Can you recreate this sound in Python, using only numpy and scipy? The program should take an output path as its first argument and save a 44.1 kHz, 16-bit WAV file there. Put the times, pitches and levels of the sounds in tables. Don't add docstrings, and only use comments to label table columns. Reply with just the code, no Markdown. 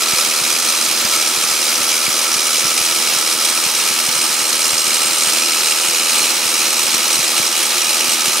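import sys
import numpy as np
from scipy import signal
from scipy.fft import rfft, irfft
from scipy.io import wavfile

SR = 44100
rng = np.random.default_rng(int(sys.argv[2]) if len(sys.argv) > 2 else 0)


def int16_out(signal):
    q = np.round(np.clip(np.atleast_2d(signal).T, -1, 1) * 32767)
    wavfile.write(sys.argv[1], SR, q.astype(np.int16))


N = 370440

# f/Hz, level/dB rms
HUM_LINES = [(184, -63), (224.1, -56)]
# f/Hz, level/dB per Hz
ROAR_SPECTRUM = [(60, 9), (150, -2), (300, -7), (600, -4), (1300, -2), (1900, -1), (2500, 0.5), (4500, 0.5),
                 (8000, -9.5), (11000, -6), (15800, -11.5)]
# t/s, left level/dB peak, right level/dB peak
CLEAR_BUMPS = [(0.139, -18, -29), (0.42, -27, -25), (1.054, -20, -29), (1.381, -23, -60), (1.808, -23, -60),
               (2.084, -19, -60), (2.365, -24, -46), (2.654, -25, -21), (2.814, -21, -60),
               (3.167, -60, -25), (3.667, -22, -34), (3.914, -24, -60), (4.09, -22, -26), (4.165, -34, -26),
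               (4.736, -21, -36), (5.276, -23, -60), (5.891, -24, -60), (6.463, -24, -60), (6.85, -28, -60),
               (6.949, -24, -36), (7.195, -23, -30), (7.403, -20, -60), (7.884, -60, -29),
               (8.087, -60, -26), (8.284, -25, -25)]
# t/s, lateness/ms
PISTON_LATENESS = [(0.0, -2.2), (0.5, 2.0), (0.62, -0.3), (0.9, -0.3), (1.47, -3.0), (1.68, 2.3),
                   (2.07, -0.7), (2.6, 1.9), (2.92, -6.7), (4.1, -7.2), (4.4, -5.6), (4.9, -5.0),
                   (5.3, -2.0), (5.6, -4.5), (5.8, -0.9), (6.2, -8.5), (6.55, -11.0), (6.7, -9.5),
                   (7.35, -12.3), (7.5, -15.5), (7.72, -11.5), (8.4, -11.8)]
# t/s, level/dB
BLOW_STRENGTH = [(0.0, -17), (0.07, -15.2), (0.63, -16), (6.18, -16), (6.25, -14.5), (6.41, -18.5),
                 (6.48, -16), (7.27, -16), (7.39, -14.5), (7.44, -16.5), (8.4, -15.5)]
# f/Hz, width per stage/Hz, relative level/dB
STEEL_MODES = [(2260, 270, -5.2), (2520, 300, -5.2), (2885, 300, -3.8), (3300, 300, -5.9),
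               (3854, 300, -2.9), (4225, 290, -1.7), (4953, 280, -2.1), (5280, 300, -2.7),
               (5725, 230, -0.8), (6155, 200, 0.0), (6650, 300, -2.8), (7127, 250, -3.6), (7545, 270, -6.3),
               (8096, 240, -2.1), (8575, 170, -1.2), (9065, 190, -3.1), (9582, 170, -4.0),
               (10142, 240, -6.5), (10670, 220, -7.9), (11215, 230, -6.7), (11779, 250, -9.7),
               (12317, 300, -13.1), (12877, 290, -13.5), (13480, 300, -14.8), (14018, 280, -16.2),
               (14600, 300, -17.4), (15220, 300, -18.1), (15680, 230, -24.3)]
# f/Hz, width per stage/Hz, relative level/dB
PANEL_MODES = [(241, 27, -6.4), (324, 38, -6.1), (350, 43, -5.8), (385, 54, -10.6), (495, 65, -6.2),
               (565, 65, -9.3), (638, 65, -6.9), (742, 48, -9.1), (800, 86, -10.3), (858, 48, -5.8),
               (965, 86, -6.0), (1110, 86, -7.8), (1170, 86, -6.7), (1220, 48, -0.4), (1285, 52, -3.2),
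               (1320, 59, 0.0), (1435, 113, -6.5), (1570, 140, -10.3), (1700, 150, -9.0), (1960, 150, -7.7)]
CHANGING_MODES_HZ = [350, 858, 1320, 2520, 2885, 7545, 8096, 8575]
# mean/dB, creep/(dB/s), swing/dB
MODE_CHANGES = [(0.6, 0.3, -0.5), (1.0, 0.9, -0.5), (2, -0.6, 0), (0.6, 0.06, 0.5), (-1, 0.62, 0),
                (-7, -0.5, -9), (2, 0.2, 2), (2.2, -0.15, -0.7)]
# f/Hz, relative level/dB per Hz
CLATTER_SPECTRUM = [(200, -49), (450, -5.5), (700, -13), (1050, -10), (1270, -0.5), (1550, -14),
                    (2000, -6.5), (2400, -8), (4500, -3), (7000, -2.5), (9300, -4), (10500, -5),
                    (13000, -10), (15800, -22)]
# f/Hz, level/dB
DIFFUSE_SHARE = [(130, -11), (300, -15), (640, -13), (1400, -11.5), (3100, -9), (6800, -9), (9500, -8.5),
                 (15000, -6)]
# f/Hz, level/dB
LEFT_TILT = [(60, 6), (130, 2.5), (290, 0.0), (640, 0.5), (1410, -0.5), (3100, -2.0), (6820, -2),
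             (15000, 1.5)]
# f/Hz, lead/rad
LEFT_PHASE = [(200, 0.084), (3270, -0.42), (9650, -0.38), (11800, -1.06), (14000, -1.7), (15500, -0.77)]

BLOWS_PER_S = 79.8
STEEL_DB, CLATTER_DB, PANELS_DB, ROAR_DB = -2, -4.5, -12.5, -23.5
SWING_PERIOD_S, SWING_TOP_S = 3.8, 3.15
SMALL_BUMP_COUNT, SMALL_BUMP_DB, SMALL_BUMP_LEFT_SHARE = 26, -28, 0.65
CUTOFF_HZ = 15700


def from_db(db):
    return 10 ** (np.asarray(db) / 20)


def rms_one(x):
    return x / np.sqrt(np.mean(x ** 2) + 1e-20)


def in_time(rows):
    t_s, value = np.transpose(rows)
    return np.interp(np.arange(N) / SR, t_s, value)


def at_hz(points, f_hz):
    table_hz, value = np.transpose(points)
    return np.interp(np.log(f_hz + 1), np.log(table_hz + 1), value)


def drift(rate_hz):
    r = np.exp(-80 * np.pi * rate_hz / SR)
    noise = rng.standard_normal(N // 40 + 4002)
    slow = signal.lfilter([1], [1, -2 * r, r * r], noise)[4000:]
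    return np.interp(np.arange(N) / 40, np.arange(len(slow)), rms_one(slow))


def coloured(x, spectrum):
    gain = from_db(at_hz(spectrum, np.fft.rfftfreq(N, 1 / SR)))
    return rms_one(irfft(rfft(x) * gain, N))


def hum():
    t_s = np.arange(N) / SR
    total = 0
    for f_hz, level_db in HUM_LINES:
        phase_rad = 2 * np.pi * f_hz * t_s + 0.79 * drift(2.8)
        total = total + np.sqrt(2) * from_db(level_db) * np.sin(phase_rad)
    return total


def roar():
    level_db = ROAR_DB + 1.64 * drift(10.5)
    return from_db(level_db) * coloured(rng.standard_normal((2, N)), ROAR_SPECTRUM)


def small_bumps():
    when, side = rng.random((SMALL_BUMP_COUNT, 2)).T
    t_s = (0.01 + 0.98 * when) * N / SR
    left = side < SMALL_BUMP_LEFT_SHARE
    return np.c_[t_s, np.where(left, SMALL_BUMP_DB, -60), np.where(left, -60, SMALL_BUMP_DB)]


def bumps(low_hz, high_hz, early_ms):
    t_s, *peak_db = np.vstack([CLEAR_BUMPS, small_bumps()]).T
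    deep_share, sign_draw = rng.random((2, len(t_s)))
    sign = np.sign(sign_draw - 0.5)
    at = ((t_s - early_ms / 1000) * SR).astype(int)
    out = 0
    for share, edge_hz in zip([deep_share, 1 - deep_share], low_hz):
        sos = signal.butter(2, [edge_hz, high_hz], "band", fs=SR, output="sos")
        clicks = np.zeros((2, N))
        clicks[:, at] = from_db(peak_db) * share * sign
        pulse_peak = signal.sosfilt(sos, signal.unit_impulse(2000)).max()
        out = out + signal.sosfilt(sos, clicks + 1e-18) / pulse_peak
    return out


def blow_number(lead_ms):
    t_s = np.arange(N) / SR - (in_time(PISTON_LATENESS) - lead_ms) / 1000
    return 2 + BLOWS_PER_S * t_s


def bursts(count, size, peak_ms, rest_db):
    blow = count.astype(int)
    period_ms = 1000 / BLOWS_PER_S
    since_ms = (count - blow) * period_ms

    def swell(ms):
        return (ms / peak_ms * np.exp(-ms / peak_ms)) ** 2

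    shape = size[blow] * swell(since_ms) + size[blow - 1] * swell(since_ms + period_ms)
    return rms_one(shape) + from_db(rest_db)


def grit(spread_db):
    grain_db = spread_db * np.minimum(rng.exponential(1, N), 5)
    return from_db(grain_db) * rng.standard_normal((2, N))


def thuds(count, size, jitter_ms, soft_hz):
    at = np.flatnonzero(np.diff(count.astype(int)) > 0) + 1
    jitter = jitter_ms / 1000 * SR * rng.standard_normal(len(at))
    landed = np.clip(at + jitter, 0, N - 1).astype(int)
    clicks = np.zeros(N)
    clicks[landed] = size[count[at].astype(int)]
    return signal.sosfilt(signal.butter(1, soft_hz, fs=SR, output="sos"), rms_one(clicks) + 1e-18)


def resonance(x, f_hz, width_hz):
    r = np.exp(-np.pi * width_hz / SR)
    stage = [(1 - r * r) / 2, 0, (r * r - 1) / 2, 1, -2 * r * np.cos(2 * np.pi * f_hz / SR), r * r]
    return signal.sosfilt([stage, stage], x)


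def ringing(shake, count, modes, scatter_db, sway_db):
    blow, t_s = count.astype(int), np.arange(N) / SR
    swing = np.cos(2 * np.pi * (t_s - SWING_TOP_S) / SWING_PERIOD_S)
    changes = dict(zip(CHANGING_MODES_HZ, MODE_CHANGES))
    out = 0
    for k, (f_hz, width_hz, level_db) in enumerate(modes):
        scatter = scatter_db * rng.standard_normal(blow.max() + 1)
        gain_db = level_db + scatter[blow] + sway_db * drift(0.19)
        mean_db, creep_db_per_s, swing_db = changes.get(f_hz, (0, 0, 0))
        gain_db = gain_db + mean_db + creep_db_per_s * (t_s - t_s.mean()) + swing_db * swing
        sign = (-1) ** k
        out = out + sign * resonance(shake * from_db(gain_db), f_hz, width_hz)
    return rms_one(out)


def hammer():
    size = from_db(2.0 * rng.standard_normal(int(BLOWS_PER_S * N / SR) + 9))
    count = blow_number(lead_ms=6.1)
    burst = bursts(count, size, peak_ms=4.55, rest_db=-5)
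    steel = ringing(burst * grit(1.84), count, STEEL_MODES, scatter_db=2.0, sway_db=1.7)
    clatter = coloured(burst * grit(2.35), CLATTER_SPECTRUM)

    count = blow_number(lead_ms=8.36)
    size = size ** 0.37
    shake = rms_one(bursts(count, size, peak_ms=3.04, rest_db=-1.5) * grit(1.5))
    shake[0] += from_db(0.5) * thuds(blow_number(lead_ms=4.99), size, jitter_ms=0.52, soft_hz=706)
    panels = ringing(shake, count, PANEL_MODES, scatter_db=0.5, sway_db=0.5)

    parts = from_db(STEEL_DB) * steel + from_db(CLATTER_DB) * clatter + from_db(PANELS_DB) * panels
    return from_db(in_time(BLOW_STRENGTH)) * parts


def scene():
    f_hz = np.fft.rfftfreq(N, 1 / SR)
    hum_rows = hum() * [[1], [0]]
    direct, diffuse = rfft(hammer() + roar() + hum_rows)
    diffuse = diffuse * from_db(at_hz(DIFFUSE_SHARE, f_hz))
    turn = from_db(at_hz(LEFT_TILT, f_hz) / 2) * np.exp(0.5j * at_hz(LEFT_PHASE, f_hz))
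    ports = irfft(np.array([(direct + diffuse) * turn, (direct - diffuse) / turn]), N)
    bass_cut = signal.butter(6, 190, "high", fs=SR, output="sos")
    ports = signal.sosfilt(bass_cut, ports)
    return ports + bumps(low_hz=[45, 110], high_hz=244, early_ms=3.96)


def record(dry):
    rounded = 1.1 * np.tanh(dry / 1.1)
    return signal.sosfilt(signal.ellip(12, 0.5, 75, CUTOFF_HZ, fs=SR, output="sos"), rounded)


dry = scene()
out = record(dry)
int16_out(out)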